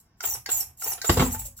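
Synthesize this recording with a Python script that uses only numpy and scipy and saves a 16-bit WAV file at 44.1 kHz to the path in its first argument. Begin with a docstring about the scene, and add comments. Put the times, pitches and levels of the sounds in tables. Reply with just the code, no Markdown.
"""A small radio-controlled truck on a desk in a small, quiet room swings its front wheels to and fro.
A faint gear rattle dies away over a quiet hum; then the first of four swings ticks as gear slack is taken up.
In each swing loose links clack, and gear teeth in the steering servo whine, rattle and growl.
On the fourth the truck drops onto the desk: thumps, desk ring and clatter, then rocking and groaning tyres.
The servo hunts for its position, its pitch going up and down, and a last faint tick and rattle follow."""
import sys
import numpy as np
from scipy import signal
from scipy.fft import rfft, irfft, next_fast_len
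from scipy.io import wavfile
from scipy.ndimage import uniform_filter1d, map_coordinates

SR = 44100
rng = np.random.default_rng(int(sys.argv[2]) if len(sys.argv) > 2 else 0)


def pcm_store(signal):
    """Save signal as 16-bit PCM."""
    levels = np.round(np.clip(np.atleast_2d(signal), -1, 1) * 32767)
    wavfile.write(sys.argv[1], SR, levels.astype(np.int16).T)


N = 70560  # length in samples

# tone of the quiet background hum: (frequency [Hz], relative level [dB])
HUM_COLOUR = [(20, 7.5), (60, 4.5), (125, 4.5), (250, -7.5), (500, -19.5), (950, -18), (2000, -29),
              (4200, -37.5), (5500, -23.5), (8000, -54), (16000, -41)]
HUM_DB = -58.5

# tone of the direct sound, its treble shaded by the body: (frequency [Hz], level [dB])
DIRECT_COLOUR = [(200, -3), (700, -1), (2000, -1), (6000, -9.5), (16000, -5)]
# tone of the reflections: (frequency [Hz], level [dB])
ECHO_COLOUR = [(40, -36), (150, -11.5), (300, -12), (600, -3.5), (3000, 3.5), (8000, 1.5), (16000, -6.5)]
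EARLY_DB, EARLY_T60_S, EARLY_DELAY_S = 0, 0.02, 0.0008
TAIL_DB, TAIL_T60_S, TAIL_DELAY_S = -6.5, 0.21, 0.007
ROOM_EVEN_HZ = 200  # width of the bands that are evened out
LEFT_LAG_S = 0.00007  # the truck stands to the right, so the left side hears it later
LOW_CUT_HZ, TOP_HZ = 31.6, 15850

# the chassis rocking on its soft tyres: (time [s], level [dB], time to fall 60 dB [s])
WOBBLES = [(0.263, -40, 0.7), (0.52, -44.5, 0.68), (0.669, -47.5, 0.3), (0.857, -45, 0.78),
           (1.29, -31, 0.71)]
# tone of that rumble: (frequency [Hz], relative level [dB])
WOBBLE_COLOUR = [(20, -27.5), (50, -3.5), (72, -3), (110, -6.5), (200, -28), (600, -78)]
WOBBLE_RISE_S = 0.0057

# tyres groaning on the desk: (time [s], pitch [Hz], time to fall 60 dB [s], level [dB])
RUBS = [(1.21, 255, .24, -29), (1.256, 975, .1, -34), (1.336, 880, .18, -34.5), (1.452, 555, .22, -44)]
RUB_RISE_S = 0.0026
RUB_WAVER, RUB_WAVER_HZ = 0.018, 87.1  # share of the pitch, speed of its wander

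# loose body parts clattering after the landings: (time [s], level [dB], time to fall 60 dB [s])
CLATTERS = [(1.099, -34, 0.22), (1.173, -36, .08), (1.196, -25.5, 0.13), (1.223, -37, 0.3)]
CLATTER_PER_S, CLATTER_LOW_HZ, CLATTER_HIGH_HZ = 1300, 383, 2200
CLATTER_CYCLES = 18  # swings until a chatter has fallen 60 dB
CLATTER_SCATTER_DB, CLATTER_PAN_DB = 3, 6.5

# wheels and chassis landing: (time [s], thump level [dB], thump pitch [Hz], desk ring level [dB],
# crash level [dB], time for the crash to fall 60 dB [s], crash low-pass [Hz])
KNOCKS = [(1.095, -13.5, 88.7, -24, -7, 0.031, 8994), (1.101, -21, 114.5, -29, -34.5, 0.18, 2982),
          (1.1702, -54, 99, -43, -20, 0.057, 12000), (1.1727, -18.5, 104, -25, -23, 0.13, 2550),
          (1.195, -24, 153.3, -20.5, -12, 0.03, 3950), (1.2023, -24, 188.3, -27.5, -14.5, 0.091, 1790),
          (1.214, -36, 211, -31.5, -27, .05, 3000), (1.2227, -42, 136.3, -28.5, -16, 0.046, 1200)]
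# ringing of wheel and chassis: (multiple of the thump pitch [-], time to fall 60 dB [s], level [dB])
THUMP_MODES = [(1, 0.085, 6.5), (3.9, 0.13, -6.5), (12.7, 0.06, -9)]
# ringing of the desk top: (frequency [Hz], time to fall 60 dB [s], level [dB])
DESK_MODES = [(53, 0.59, 1), (80.5, 0.41, 1.5), (117.3, 0.55, -9), (145.5, 0.22, 0), (192.7, 0.437, -6.5),
              (239.8, 0.52, -9), (258.7, 0.35, -2), (357, 0.15, -4), (459, 0.23, -11.5), (654, 0.15, -17),
              (747, 0.057, -10)]
# tone of the shaken plastic body: (frequency [Hz], relative level [dB])
CRASH_COLOUR = [(50, -17), (150, 9), (300, 1), (500, 6.5), (750, -3.5), (1200, 1.5), (1700, -9.5),
                (2400, -11.5), (3800, -9.5), (5300, -10), (9000, -16), (16000, -4.5)]

# clacks of the steering links, and dull bumps of the servo at its end stops: (time [s], level [dB], # time to
# fall 60 dB [s], low-pass [Hz], axle ring level [dB])
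CLACKS = [(0.2373, -27, 0.054, 11900, -39), (0.349, -33.5, 0.073, 1070, -56),
          (0.4893, -26, 0.049, 14000, -43), (0.531, -40.5, 0.081, 2500, -59),
          (0.598, -47, 0.023, 3500, -65), (0.862, -31.5, 0.034, 3470, -38.5),
          (0.977, -40, 0.089, 6952, -66), (1.0432, -27.5, 0.068, 12000, -39.5),
          (1.346, -32.5, 0.067, 1610, -55)]
# tone of the links: (frequency [Hz], relative level [dB])
CLACK_COLOUR = [(120, -39), (300, 0.5), (480, -3), (720, -0.5), (950, -9.5), (1350, 0.5), (1900, -13.5),
                (3200, -10), (5000, -12), (8000, -17.5), (16000, -11)]
# ringing of the axle: (frequency [Hz], time to fall 60 dB [s], level [dB])
AXLE_MODES = [(430, 0.069, 4), (716, 0.063, -5.5)]
CLACK_LOW_CUT_HZ = 360

# ticks of gear slack: (time [s], level [dB], direction [0 left, 1 right])
TICKS = [(0.2055, -33.5, 0), (0.46, -29.5, 1), (0.8204, -35, 0), (1.0157, -30, 1), (1.59, -51, 0)]
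# ringing of the steering gear: (frequency [Hz], time to fall 60 dB [s], level turning left [dB],
# level turning right [dB])
GEAR_MODES = [(770, 0.078, -10, -19), (1410, 0.043, 3.5, -27), (1580, 0.11, -28, -9), (1992, 0.016, -12, 0),
              (4476, 0.012, -33, 2.5), (5450, 0.0094, -14, -5), (6400, 0.01, -22, -14)]
# tone of the scrape in a tick: (frequency [Hz], relative level [dB])
TICK_COLOUR = [(250, -12), (900, -7.5), (1450, 7.5), (2400, -6.5), (3300, -5.5), (4400, 4), (6000, 8.5),
               (8000, -0.5), (10000, -7), (16000, -4)]
SCRAPE_DB, SCRAPE_HOLD_S, SCRAPE_T60_S = 1.5, 0.002, 0.0075
TICK_RING_DB, TICK_LOW_CUT_HZ = 0.5, 1120

# meshing gears, one list per swing: (time [s], tooth rate [Hz], lower whine level [dB],
# upper whine level [dB])
MESH = [
    [(.228, 3700, -55, -50), (.246, 3650, -39, -48), (.253, 3740, -27, -46), (.264, 3240, -34, -34),
     (.275, 3280, -36, -44), (.286, 3530, -35, -44), (.295, 3250, -35, -28), (.306, 2910, -28, -34),
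     (.326, 3070, -37, -36), (.338, 2950, -29, -32), (.348, 2640, -33, -33), (.365, 2400, -60, -60)],
    [(.497, 3394, -50, -60), (.512, 3607, -31, -52), (.527, 3690, -19, -35), (.536, 3420, -31, -35),
     (.56, 3450, -28, -33), (.576, 3030, -37, -22), (.588, 3043, -40, -28), (.602, 2960, -34, -22.5),
     (.614, 2690, -30, -37), (.63, 2383, -65, -64)],
    [(.825, 3000, -52, -48), (.842, 2790, -31, -32), (.852, 3000, -36, -32), (.863, 3380, -44, -46),
     (.872, 3400, -34, -44), (.879, 3200, -33, -28), (.888, 3040, -40, -39), (.904, 3150, -39, -32),
     (.917, 2960, -29, -36), (.93, 2610, -37, -28), (.945, 2400, -58, -58)],
    [(1.048, 3393, -56, -55), (1.065, 3546, -30, -39), (1.08, 3585, -22.5, -43), (1.1, 3732, -27, -47),
     (1.112, 3230, -54, -41), (1.12, 3007, -38, -24), (1.13, 2589, -32, -28.5), (1.15, 3614, -42, -42),
     (1.2, 3852, -42, -50), (1.213, 3657, -33, -40), (1.225, 3254, -28.5, -41), (1.237, 3593, -52, -43),
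     (1.255, 3854, -34.5, -43), (1.272, 3703, -49, -39), (1.3, 2701, -54, -64), (1.317, 3043, -41, -39),
     (1.333, 3432, -35, -39), (1.352, 3702, -42, -34), (1.375, 3764, -75, -59), (1.4, 3917, -40, -42),
     (1.435, 3667, -72, -57), (1.46, 3913, -45, -46), (1.49, 3508, -78, -65)],
]
# parts of the whine: (multiple of the tooth rate [-], level [dB], which whine [0 lower, 1 upper])
HARMONICS = [(2, -0.5, -1), (3, -13, 0), (4, 4, 1), (5, -12, 1)]
# how the servo case colours the whine: (frequency [Hz], level [dB])
WHINE_COLOUR = [(2500, -10), (4500, -7), (5600, -4.5), (7200, -0.5), (8300, 6.5), (9700, -10),
                (10600, -3.5), (12100, -0.5), (13600, -0.5), (15000, -0.5), (17000, -4)]
JITTER, JITTER_HZ = 0.004, 500.7  # share of the pitch, speed of its wander
FLUTTER_DB, FLUTTER_HZ = 2, 257

# gear rattle, one list per burst: (time [s], level [dB])
RATTLE = [
    [(0, -49.5), (.03, -74), (.07, -83)],
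    [(.17, -71), (.19, -64), (.221, -51.5), (.23, -30.5), (.262, -32), (.277, -33), (.3, -35),
     (.348, -37.5), (.37, -45), (.41, -77)],
    [(.465, -81), (.486, -44), (.493, -40.5), (.515, -26.5), (.55, -33.5), (.61, -31), (.626, -36.5),
     (.65, -70), (.7, -80)],
    [(.77, -57), (.782, -49.5), (.816, -34.5), (.835, -35.5), (.88, -33), (.935, -35.5), (.955, -56),
     (1.0, -83)],
    [(1.02, -47), (1.042, -37), (1.05, -31), (1.097, -32.5), (1.17, -36.5), (1.22, -32), (1.277, -35.5),
     (1.296, -46.5), (1.325, -32), (1.354, -32.5), (1.366, -81), (1.383, -41), (1.396, -30), (1.415, -41),
     (1.438, -46), (1.46, -30.5), (1.474, -40.5), (1.49, -55), (1.53, -70)],
    [(1.556, -82), (1.567, -45.5), (1.589, -42.5), (1.6, -59)],
]
# how the servo case colours the rattle: (frequency [Hz], relative level [dB])
RATTLE_COLOUR = [(150, -39), (600, -31), (1500, -26), (2600, -16), (3600, -21), (4900, -13), (6200, -6),
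                 (7600, 4.5), (8700, -5), (9800, -8), (10800, 3), (11900, 5.5), (13800, 0), (15300, -2),
                 (17000, 0)]
# low growl of the loaded gears, one list per swing: (time [s], level [dB])
GROWL = [
    [(.21, -57), (.25, -44), (.3, -50), (.36, -49), (.41, -64.5)],
    [(.465, -52), (.5, -48.5), (.55, -49), (.615, -48.5), (.65, -63.5), (.72, -66)],
    [(.8, -73), (.83, -49.5), (.88, -45.5), (.94, -48), (1.0, -65.5)],
    [(1.02, -57.5), (1.09, -42.5), (1.27, -42), (1.38, -55.5), (1.47, -59), (1.53, -87)],
]
# tone of the growl: (frequency [Hz], relative level [dB])
GROWL_COLOUR = [(120, -25.5), (250, -8), (450, -2), (600, -6.5), (780, 8.5), (1100, -5), (1800, -9.5),
                (2600, -9), (3600, -16.5), (6000, -29.5)]
TOOTH_SCATTER_DB, TEETH_PER_TURN, TURN_DEPTH = 2.5, 10, 0.66
SNAG_SHARE, SNAG_DB = 0.04, 13  # share of the teeth that snag, and how much louder they click
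SIDEBAND_DB, SIDEBAND_SPREAD_DB, SIDEBAND_CHANGE_HZ = -1, 5, 55

# thin squeals of the motor: (centre [s], half length [s], pitch [Hz], glide [Hz per s], level [dB])
SQUEALS = [(0.26, .007, 14700, 0, -19.5), (.308, 0.013, 15350, 35002, -27), (.844, .011, 14850, 25000, -28),
           (0.887, 0.011, 15250, 15000, -24), (1.216, .006, 15200, 13, -29),
           (1.269, .014, 14600, 20015, -34)]
# uneven loudness of the servo case: (frequency [Hz], left minus right [dB])
CASE_BALANCE = [(500, 1), (1300, 1.5), (4000, 3), (6000, 0.5), (7200, -6), (8500, 0.5), (12000, -4),
                (15000, 8.5)]
SERVO_DB = 0.5


def undb(db):
    """Turn decibels into a gain."""
    return 10 ** (np.asarray(db) / 20)


def unit(x):
    """Scale to an average (rms) strength of 1."""
    return x / np.sqrt(np.mean(x ** 2))


def colour(x, points):
    """Shape the tone through (Hz, dB) points with a filter that never sounds ahead of its input."""
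    size = next_fast_len(2 * N)
    size += size % 2
    hz, db = np.array(points, float).T
    bin_hz = np.arange(size // 2 + 1) * SR / size
    log_gain = np.log(undb(np.interp(np.log(bin_hz + 1), np.log(hz), db)))
    # folding the cepstrum onto its first half gives minimum phase
    cepstrum = irfft(log_gain)
    cepstrum[1:size // 2] *= 2
    cepstrum[size // 2 + 1:] = 0
    response = np.exp(rfft(cepstrum))
    return irfft(rfft(x, size) * response)[..., :N]


def noise(points):
    """Coloured noise of strength 1."""
    return unit(colour(rng.standard_normal(N), points))


def soften(x, hz):
    """Gently dull the sound above a frequency."""
    low_pass = signal.butter(1, min(hz, SR / 2 - SR / 20), fs=SR, output="sos")
    return signal.sosfilt(low_pass, x)


def low_cut(x, hz):
    """Remove the bass below a frequency (second-order high-pass)."""
    return signal.sosfilt(signal.butter(2, hz, "high", fs=SR, output="sos"), x)


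def walk(hz):
    """Random wander of strength 1, joining hz random points per second with straight lines."""
    points = rng.standard_normal(N // 10)
    return unit(map_coordinates(points, [np.arange(N) * hz / SR], order=1, mode="wrap"))


def since(start):
    """Seconds since a moment, 0 before it."""
    return np.maximum(np.arange(N) / SR - start, 0)


def fade(start, t60):
    """Start suddenly, then die away by 60 dB in t60 seconds."""
    age = since(start)
    return (age > 0) * np.exp(-np.log(1000) * age / t60)


def ring(start, modes, detune=0.0123):
    """A struck object rings at several pitches (Hz, t60, dB), a little different on each blow."""
    out = 0
    for hz, t60, db in modes:
        pitch = hz * (1 + detune * rng.standard_normal())
        out = out + undb(db) * fade(start, t60) * np.sin(2 * np.pi * pitch * since(start))
    return out


def level_curve(pieces, axis=1):
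    """Gain over time from one dB column of each piece; silent between the pieces."""
    t = np.arange(N) / SR
    gain = 0
    for piece in map(np.array, pieces):
        active = (t > piece[0, 0]) * (t < piece[-1, 0])
        gain = gain + undb(np.interp(t, piece[:, 0], piece[:, axis])) * active
    return gain


def hum():
    """The quiet background is steady noise, strongest in the bass."""
    return undb(HUM_DB) * noise(HUM_COLOUR)


def room(x):
    """Desk and wall reflect quickly, then a short tail; random on each side but even from band to band."""
    early, tail = fade(EARLY_DELAY_S, EARLY_T60_S), fade(TAIL_DELAY_S, TAIL_T60_S)
    envelope = (undb(EARLY_DB) * unit(early) + undb(TAIL_DB) * unit(tail)) / np.sqrt(N)
    click = signal.unit_impulse(N)
    direct = rfft(colour(click, DIRECT_COLOUR), 2 * N)
    walls = rfft(colour(click, ECHO_COLOUR), 2 * N)
    echoes = rfft(envelope * rng.standard_normal((2, N)), 2 * N)
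    response = direct + walls * echoes
    # divide out broad random peaks and dips
    expected = abs(direct) ** 2 + abs(walls) ** 2 * np.sum(envelope ** 2)
    uneven = abs(response) ** 2 / expected
    size = int(ROOM_EVEN_HZ * 2 * N / SR)
    smooth = uniform_filter1d(uniform_filter1d(uneven, size), size)
    return irfft(rfft(x, 2 * N) * response / np.sqrt(smooth))[:, :N]


def wobbles():
    """The truck rocks on its tyres and sends a faint rumble into the desk."""
    level = 0
    for start, db, t60 in WOBBLES:
        rise = 1 - np.exp(-since(start) / WOBBLE_RISE_S)
        level = level + undb(db) * fade(start, t60) * rise
    return noise(WOBBLE_COLOUR) * level


def rubs():
    """Rubber tyres creep on the desk with brief groans of unsteady pitch."""
    out = 0
    for start, hz, t60, db in RUBS:
        pitch = hz * (1 + RUB_WAVER * walk(RUB_WAVER_HZ))
        phase = 2 * np.pi * np.cumsum(pitch) / SR
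        rise = 1 - np.exp(-since(start) / RUB_RISE_S)
        out = out + undb(db) * fade(start, t60) * rise * np.sin(phase)
    return out


def clatter():
    """Many small plastic parts chatter after each landing, each with its own pitch and place."""
    grains = np.zeros((2, 2 * N))
    age = np.arange(N // 32) / SR
    for when, pitch, size, side in rng.random((int(CLATTER_PER_S * N / SR), 4)):
        hz = CLATTER_LOW_HZ * (CLATTER_HIGH_HZ / CLATTER_LOW_HZ) ** pitch
        grain = np.sin(2 * np.pi * hz * age) * np.exp(-np.log(1000) * age * hz / CLATTER_CYCLES)
        size_db = CLATTER_SCATTER_DB * -np.log(1 - size)  # mostly small, now and then large
        pan_db = CLATTER_PAN_DB * (2 * side - 1) * np.array([[1], [-1]])
        first = int(when * N)
        grains[:, first:first + len(age)] += undb(size_db + pan_db) * grain
    level = sum(undb(db) * fade(start, t60) for start, db, t60 in CLATTERS)
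    return unit(grains[:, :N]) * level


def knocks():
    """Each landing thumps through a wheel, rings the desk top and shakes the plastic body."""
    out, shell = 0, noise(CRASH_COLOUR)
    for start, thump_db, thump_hz, desk_db, crash_db, t60, hz in KNOCKS:
        thump = ring(start, [(k * thump_hz, decay, db) for k, decay, db in THUMP_MODES])
        # neighbouring desk modes swing opposite ways
        desk = ring(start, DESK_MODES[1::2]) - ring(start, DESK_MODES[::2])
        crash = soften(shell * fade(start, t60), hz)
        out = out + undb(thump_db) * thump + undb(desk_db) * desk + undb(crash_db) * crash
    return out


def clacks():
    """Loose plastic links knock and ring the axle as the wheels start turning; the servo bumps its end stops as
    they stop."""
    out, links = 0, noise(CLACK_COLOUR)
    for start, db, t60, hz, axle_db in CLACKS:
        knock = soften(links * fade(start, t60), hz)
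        out = out + undb(db) * knock + undb(axle_db) * ring(start, AXLE_MODES)
    return out


def ticks():
    """Gears take up their slack with a brief scrape; each direction rings them differently."""
    out, scrape = 0, noise(TICK_COLOUR)
    for start, db, right in TICKS:
        modes = [(hz, t60, right_db if right > .5 else left_db)
                 for hz, t60, left_db, right_db in GEAR_MODES]
        # full strength for a moment, then a quick decay
        decay = np.exp(-np.log(1000) * since(start + SCRAPE_HOLD_S) / SCRAPE_T60_S)
        contact = (since(start) > 0) * decay
        tick = undb(TICK_RING_DB) * ring(start, modes) + undb(SCRAPE_DB) * scrape * contact
        out = out + undb(db) * tick
    return out


def squeals():
    """The motor gives brief, very high squeals that swell and fade as it changes speed."""
    out = 0
    for centre, half, hz, glide_hz, db in SQUEALS:
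        age = np.arange(N) / SR - centre
        glide = glide_hz * np.clip(age, -half, half)
        pitch = (hz + glide) * (1 + JITTER * walk(JITTER_HZ))
        swell = np.exp(-(age / half) ** 2)
        out = out + undb(db) * swell * np.sin(2 * np.pi * np.cumsum(pitch) / SR)
    return out


def tooth_blows(phase, turn):
    """Each tooth hits with its own strength, a few snag, and all throb once per motor turn."""
    tooth = (phase / (2 * np.pi)).astype(int)
    scatter_db = TOOTH_SCATTER_DB * rng.standard_normal(N)
    snag_db = SNAG_DB * (rng.random(N) < SNAG_SHARE)
    return undb(scatter_db + snag_db)[tooth] * (1 + TURN_DEPTH * np.sin(turn))


def growl(blows):
    """The loaded gears growl: noise pulsed by the tooth blows, with a low tone."""
    grind = blows * rng.standard_normal(N)
    return unit(colour(grind, GROWL_COLOUR)) * level_curve(GROWL)


def sidebands(turn):
    """Uneven teeth repeat every motor turn: multiples of its speed, each swelling and fading alone."""
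    out = 0
    for k in range(8, 54):
        swell = undb(SIDEBAND_SPREAD_DB * walk(SIDEBAND_CHANGE_HZ))
        out = out + swell * np.sin(k * turn + 2 * np.pi * rng.random())
    return unit(out)


def rattle(blows, turn):
    """Teeth rattle in the case: noise pulsed by the blows, plus tones that glide with the speed."""
    grind = unit(blows * rng.standard_normal(N)) + undb(SIDEBAND_DB) * sidebands(turn)
    return unit(colour(grind, RATTLE_COLOUR)) * level_curve(RATTLE)


def whine(phase):
    """Meshing teeth whine at multiples of the tooth rate, each fluttering in level."""
    lower, upper = level_curve(MESH, axis=2), level_curve(MESH, axis=3)
    out = 0
    for k, db, high in HARMONICS:
        flutter = undb(db + FLUTTER_DB * walk(FLUTTER_HZ))
        out = out + flutter * np.sin(round(k) * phase) * (upper if high > .5 else lower)
    return colour(out, WHINE_COLOUR)


def servo():
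    """One wandering tooth rate drives whine, rattle and growl together; the motor's squeals are added."""
    rows = np.vstack(MESH)
    tooth_hz = np.interp(np.arange(N) / SR, rows[:, 0], rows[:, 1])
    tooth_hz = tooth_hz * (1 + JITTER * walk(JITTER_HZ))
    phase = 2 * np.pi * np.cumsum(tooth_hz) / SR
    turn = phase / TEETH_PER_TURN
    blows = tooth_blows(phase, turn)
    return whine(phase) + rattle(blows, turn) + growl(blows) + squeals()


def scene():
    """Hum, blows and servo sound in the room, the truck to the right; the ticks and clacks carry no deep bass."""
    small_parts = low_cut(ticks(), TICK_LOW_CUT_HZ) + low_cut(clacks(), CLACK_LOW_CUT_HZ)
    others = room(hum() + wobbles() + rubs() + clatter() + knocks() + small_parts)
    left, right = room(undb(SERVO_DB) * servo())
    # half of the balance goes to each side
    gears_left = colour(left, [(hz, db / 2) for hz, db in CASE_BALANCE])
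    gears_right = colour(right, [(hz, -db / 2) for hz, db in CASE_BALANCE])
    left, right = others + np.array([gears_left, gears_right])
    late_left = np.pad(left, (round(LEFT_LAG_S * SR), 0))[:N]
    return np.array([late_left, right])


def record(dry):
    """Filters cut the deepest bass twice over and the top of the treble steeply."""
    thin = low_cut(low_cut(dry, LOW_CUT_HZ), LOW_CUT_HZ)
    return signal.sosfilt(signal.ellip(10, .2, 80, TOP_HZ, fs=SR, output="sos"), thin)


dry = scene()
out = record(dry)
pcm_store(out)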